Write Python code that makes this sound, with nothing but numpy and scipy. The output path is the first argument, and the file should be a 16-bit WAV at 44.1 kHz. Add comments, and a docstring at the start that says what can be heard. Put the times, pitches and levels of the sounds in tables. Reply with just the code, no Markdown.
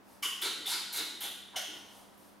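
"""In a bare, echoing room: five short, harsh rasps and a smack, probably from a small monkey
wrestling with a baby bottle. The rasps are all breath and no voice. Each opens with a snap and a
falling hiss; rough air then makes the mouth ring at a sliding pitch near 3-4 kHz, over weaker,
hollow tones. Faint rustles and ticks of handling, dull room noise and a low hum fill the pauses."""
import sys
import numpy as np
from scipy import signal
from scipy.fft import rfft, irfft
from scipy.io import wavfile

SR = 44100
rng = np.random.default_rng(int(sys.argv[2]) if len(sys.argv) > 2 else 0)


def dump(signal):
    """Clip the signal to [-1, 1] and save it as 16-bit WAV at the path in sys.argv[1]."""
    limited = np.clip(np.atleast_2d(signal).T, -1, 1)
    pcm = np.round(limited * 32767).astype(np.int16)
    wavfile.write(sys.argv[1], SR, pcm)


N = 105840
TIME = np.arange(N) / SR

# Rasps of breath (start [s], length [s], swell time [s], first ring pitch [Hz], last ring pitch [Hz],
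# ring width [Hz], final ring level [dB], ring growth [dB], final throat level [dB], chest level [dB],
# hollow pitch [Hz], hollow level [dB], edge level [dB], hiss pitch [Hz], hiss level [dB])
RASPS = [(0.2222, 0.039, 0.0017, 3050, 3010, 376, -30.5, 4.5, -41.5, -51, 1020, -47.5, -39, 11000, -36.5),
         (0.414, 0.0582, 0.0066, 3670, 3970, 850, -32, 5, -37, -41, 855, -49, -42, 9560, -38),
         (0.656, 0.095, 0.093, 3500, 4440, 1340, -33, 0, -37.5, -51, 915, -46, -39, 9900, -34.5),
         (0.92, 0.09, 0.03, 4280, 3810, 900, -35, 4.5, -41.5, -46.5, 807, -50, -44, 9970, -38),
         (1.2038, 0.057, 0.0066, 3180, 3530, 1020, -40, 1, -45, -49.5, 783, -52, -47, 11100, -39)]
# Where the throat rings (pitch [Hz], width [Hz], relative level [dB])
THROAT_RINGS = [(1450, 410, 2), (2072, 580, 3), (3020, 1070, 4.5)]
# The bright edge above the throat's rings (pitch [Hz], width [Hz], relative level [dB])
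EDGE_RINGS = [(5250, 2720, 1), (7000, 2100, -3.2)]
# Where the mouth rings in the closing smack (pitch [Hz], width [Hz], level [dB])
SMACK_RINGS = [(683, 280, -45), (1490, 220, -46), (2030, 470, -41.5), (3146, 540, -35), (3920, 1100, -43.5),
               (4450, 580, -46.5), (5290, 530, -44), (6030, 1200, -39.5), (6470, 530, -45),
               (9070, 1400, -43.5), (11600, 2600, -46.5)]
# Bright snaps of spit (start [s], pitch [Hz], width [Hz], level [dB])
SNAPS = [(0.228, 11500, 9000, -49), (.4157, 13000, 5000, -38.5), (.6625, 11400, 8900, -55),
         (0.929, 12600, 3500, -42), (0.972, 11000, 10900, -35), (1.2062, 12100, 2500, -40)]
# Clean pops, chirps and one chirp's wall echo
# (start [s], length [s], first pitch [Hz], last pitch [Hz], level [dB])
POPS = [(.226, 0.017, 1146, 1167, -41.5), (.227, 0.01, 2270, 2300, -35.5), (0.249, .017, 3220, 2876, -35),
        (0.282, 0.0043, 3020, 2920, -29.5), (0.418, .01, 3450, 3410, -34.5),
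        (0.673, 0.014, 750, 782, -46.5), (1.56, 0.0144, 765, 739, -40), (1.554, 0.017, 3080, 2870, -39)]
# Short, ringing traces around the rasps and smack, low bumps and faint ticks
# (start [s], length [s], pitch [Hz], width [Hz], level [dB])
SMALL_SOUNDS = [(0.65, 0.035, 3590, 390, -35.5), (1.141, 0.0044, 3870, 490, -56),
                (1.23, 0.012, 3000, 320, -45.5), (1.423, 0.0073, 3500, 220, -46),
                (1.647, 0.018, 3010, 730, -41), (1.526, 0.037, 990, 1100, -49),
                (0.248, 0.026, 308, 140, -54.5), (0.42, 0.036, 359, 94, -48), (1, 0.021, 330, 116, -51),
                (0.55, 0.073, 357, 170, -51.5), (1.12, 0.0326, 300, 110, -53), (1.67, 0.07, 320, 220, -53),
                (2.174, .006, 12300, 3300, -56)]
# Rustles of cloth (middle [s], half length [s], level [dB])
RUSTLES = [(0.117, 0.068, -60), (1.762, 0.054, -56.5), (1.956, 0.089, -57), (2.224, 0.094, -61)]
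# Tone of the cloth, from bass to treble (frequency [Hz], relative level [dB])
CLOTH_TONE = [(300, -8), (850, 4), (2000, -15.5), (5000, -9.5), (7500, -12.5), (9500, -8), (13000, -10.5),
              (16000, -18)]
# How long the echo takes to fade by 60 dB (frequency [Hz], time [s])
ECHO_FADE = [(200, 0.53), (500, 0.79), (1400, 0.93), (3600, 0.96), (6500, 0.81), (10000, 0.68),
             (15000, 0.41)]
# Stereo width of the echo (frequency [Hz], side level against the middle [dB])
ECHO_SPREAD = [(200, -10.5), (1000, -5), (3500, -10), (8000, -8.5), (14000, -2)]
# Tone of the room noise (frequency [Hz], relative level [dB])
ROOM_NOISE_TONE = [(15, -32), (28, -12), (45, -14), (80, -2), (140, -6), (260, 4), (500, -2.5), (850, -2.5),
                   (1500, -7.5), (3000, -16), (7000, -25), (12000, -27.5), (16000, -24)]
# Stereo width of the room noise (frequency [Hz], side level against the middle [dB])
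ROOM_NOISE_SPREAD = [(150, 3.5), (400, -2)]


def rasp(start, length, attack, first_hz, last_hz, width_hz, ring_db, growth_db, throat_db, chest_db,
         hollow_hz, hollow_db, edge_db, hiss_hz, hiss_db):
    """A hiss comes first and sinks; the ring slides and grows as the mouth opens; a low puff ends it."""
    throat_growth_db, hiss_fall_hz = 3, 2900
    hiss_share, hollow_rise_per_s = 0.67, 2  # shares of the rasp's timing and of the hollow pitch
    air = rough_air()
    opening = np.clip((TIME - start) / length, 0, 1)  # 0 = mouth shut, 1 = open
    ring = undb(ring_db - growth_db * (1 - opening)) * glide(air, opening, first_hz, last_hz, width_hz)
    throat = undb(throat_db - throat_growth_db * (1 - opening)) * unit(cavity(THROAT_RINGS))
    edge = undb(edge_db) * unit(cavity(EDGE_RINGS))
    bend_hz = hollow_hz * hollow_rise_per_s * length / 2
    hollow = undb(hollow_db) * glide(air, opening, hollow_hz - bend_hz, hollow_hz + bend_hz, width_hz=344)
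    chest = undb(chest_db) * opening ** 2 * resonate(air, hz=376, width_hz=158)
    body = (ring + throat + edge + hollow + chest) * envelope(start, length, attack, release=0.0086)
    hiss = glide(air, opening, hiss_hz + hiss_fall_hz / 2, hiss_hz - hiss_fall_hz / 2, width_hz=5100)
    hiss *= envelope(start, length * hiss_share, attack * hiss_share, release=0.017)
    return body + undb(hiss_db) * hiss


def rough_air():
    """Rough breath: tiny pops at random moments, mixed with the rush of swirling air."""
    pops_per_s, scatter_db, rush_share = 800, 2, 0.6
    hits = rng.random(N) < pops_per_s / SR
    flutter = hits * undb(scatter_db * np.clip(rng.standard_normal(N), -2, 2))
    return np.sqrt(1 - rush_share) * unit(flutter) + np.sqrt(rush_share) * rng.standard_normal(N)


def cavity(rings):
    """Rough air makes a hollow space, like the mouth or throat, ring at several pitches at once."""
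    return sum(undb(db) * resonate(rough_air(), hz, width_hz) for hz, width_hz, db in rings)


def resonate(x, hz, width_hz):
    """Makes a sound ring near one pitch by filtering it twice; a smaller width gives a purer tone."""
    b, a = signal.iirpeak(min(hz, 0.45 * SR), hz / width_hz, fs=SR)
    return unit(signal.lfilter(b, a, signal.lfilter(b, a, x)))


def glide(x, progress, first_hz, last_hz, width_hz):
    """A ring that slides in pitch, fading through five steady rings as progress goes from 0 to 1."""
    steps = np.linspace(0, 1, 5)
    out = 0
    for step in steps:
        weight = np.maximum(1 - abs(progress - step) / steps[1], 0)
        out += weight * resonate(x, first_hz + step * (last_hz - first_hz), width_hz)
    return out


def envelope(start, length, attack, release):
    """Loudness over time: open suddenly, swell, hold, then die away. All times are in seconds."""
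    onset_s, swell_db = 0.0071, 7
    age = TIME - start
    swell = undb(-swell_db * (1 - np.clip(age / attack, 0, 1)))
    fade = np.exp(-np.maximum(age - length, 0) / release)
    return np.clip(age / onset_s, 0, 1) * swell * fade


def smack():
    """A short, wet click that makes the mouth ring as it opens, with a little spray."""
    mouth = cavity(SMACK_RINGS)
    spray = undb(-44.5) * resonate(rough_air(), hz=9000, width_hz=20000)
    return (mouth + spray) * envelope(start=1.5565, length=0.015, attack=0.007, release=0.025)


def snaps():
    """Crisp, bright spits that start at once and die in milliseconds."""
    fade_s = 0.01
    out = 0
    for start, hz, width_hz, db in SNAPS:
        age = TIME - start
        fade = (age > 0) * np.exp(-np.abs(age) / fade_s)
        out += undb(db) * resonate(rough_air(), hz, width_hz) * fade
    return out


def pops():
    """Clean pops and chirps from the mouth, and one quick wall echo of the first chirp."""
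    out = 0
    for start, length, first_hz, last_hz, db in POPS:
        hz = np.interp(TIME, [start, start + length], [first_hz, last_hz])
        tone = unit(np.sin(2 * np.pi * np.cumsum(hz) / SR))
        out += undb(db) * tone * envelope(start, length, attack=0.0051, release=0.0014)
    return out


def small_sounds():
    """Short, ringing traces around the rasps and smack, with low bumps and faint ticks."""
    out = 0
    for start, length, hz, width_hz, db in SMALL_SOUNDS:
        ring = resonate(rough_air(), hz, width_hz)
        out += undb(db) * ring * envelope(start, length, attack=length / 2, release=0.004)
    return out


def rustles():
    """Soft swells of rustling cloth."""
    swells = sum(undb(db) * np.exp(-((TIME - middle) / half) ** 2) for middle, half, db in RUSTLES)
    return swells * unit(noise(CLOTH_TONE))


def room(x):
    """The sound itself plus a dense echo off hard walls, which fades fastest in the high treble."""
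    direct_db, echo_db, delay_s, build_s = -4, -1.5, 0.00033, 0.00074
    middle, side = rng.standard_normal(N), noise(ECHO_SPREAD)
    hz, age, bands = signal.stft(stereo(middle, side), SR, nperseg=256)
    fade = np.exp(-np.log(1000) * age / value_at(hz, ECHO_FADE)[:, None])  # 1000 times weaker = 60 dB
    tail = signal.istft(bands * fade, SR)[1][:, :N]
    tail *= 1 - np.exp(-np.maximum(TIME - delay_s, 0) / build_s)
    tail = unit(tail) / np.sqrt(N)
    echo = signal.fftconvolve(x[None], tail, axes=1)[:, :N]  # every moment of sound leaves this tail
    return undb(direct_db) * x + undb(echo_db) * echo


def background():
    """Dull room noise, wide in the bass, and a steady electrical hum."""
    noise_db, hum_db, hum_hz = -61.5, -69, 200.5
    middle = noise(ROOM_NOISE_TONE)
    side = noise([(hz, db + value_at(hz, ROOM_NOISE_SPREAD)) for hz, db in ROOM_NOISE_TONE])
    hum = unit(np.sin(2 * np.pi * hum_hz * TIME))
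    return undb(noise_db) * stereo(middle, side) / np.std(middle) + undb(hum_db) * hum


def noise(tone):
    """Noise whose tone follows a list of (frequency [Hz], level [dB]) points."""
    gains = undb(value_at(np.fft.rfftfreq(N, 1 / SR), tone))
    return irfft(rfft(rng.standard_normal(N)) * gains, N)


def value_at(hz, points):
    """Reads between the rows of a frequency table, giving every octave equal room."""
    frequencies, values = np.array(points).T
    return np.interp(np.log(hz + 1), np.log(frequencies), values)


def stereo(middle, side):
    """Left and right share the middle; the side is what sets them apart."""
    return np.array([middle + side, middle - side])


def undb(db):
    """Turns decibels into a number to multiply by."""
    return 10 ** (np.asarray(db) / 20)


def unit(x):
    """Scales a sound to an average strength (rms) of 1."""
    return x / np.sqrt(np.mean(x ** 2))


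def scene():
    """All the sounds in the room, over its background; snaps and pops arrive with less echo."""
    snap, pop = snaps(), pops()
    rasps = sum(rasp(*row) for row in RASPS)
    sources = rasps + smack() + snap + undb(-3) * pop + small_sounds() + rustles()
    without_echo = undb(-11) * snap + undb(-5) * pop
    return room(sources) + without_echo + background()


def record(dry):
    """Cuts off the very highest treble."""
    top_hz = 15700
    return signal.sosfilt(signal.ellip(8, 0.2, 70, top_hz, fs=SR, output="sos"), dry)


dry = scene()
out = record(dry)
dump(out)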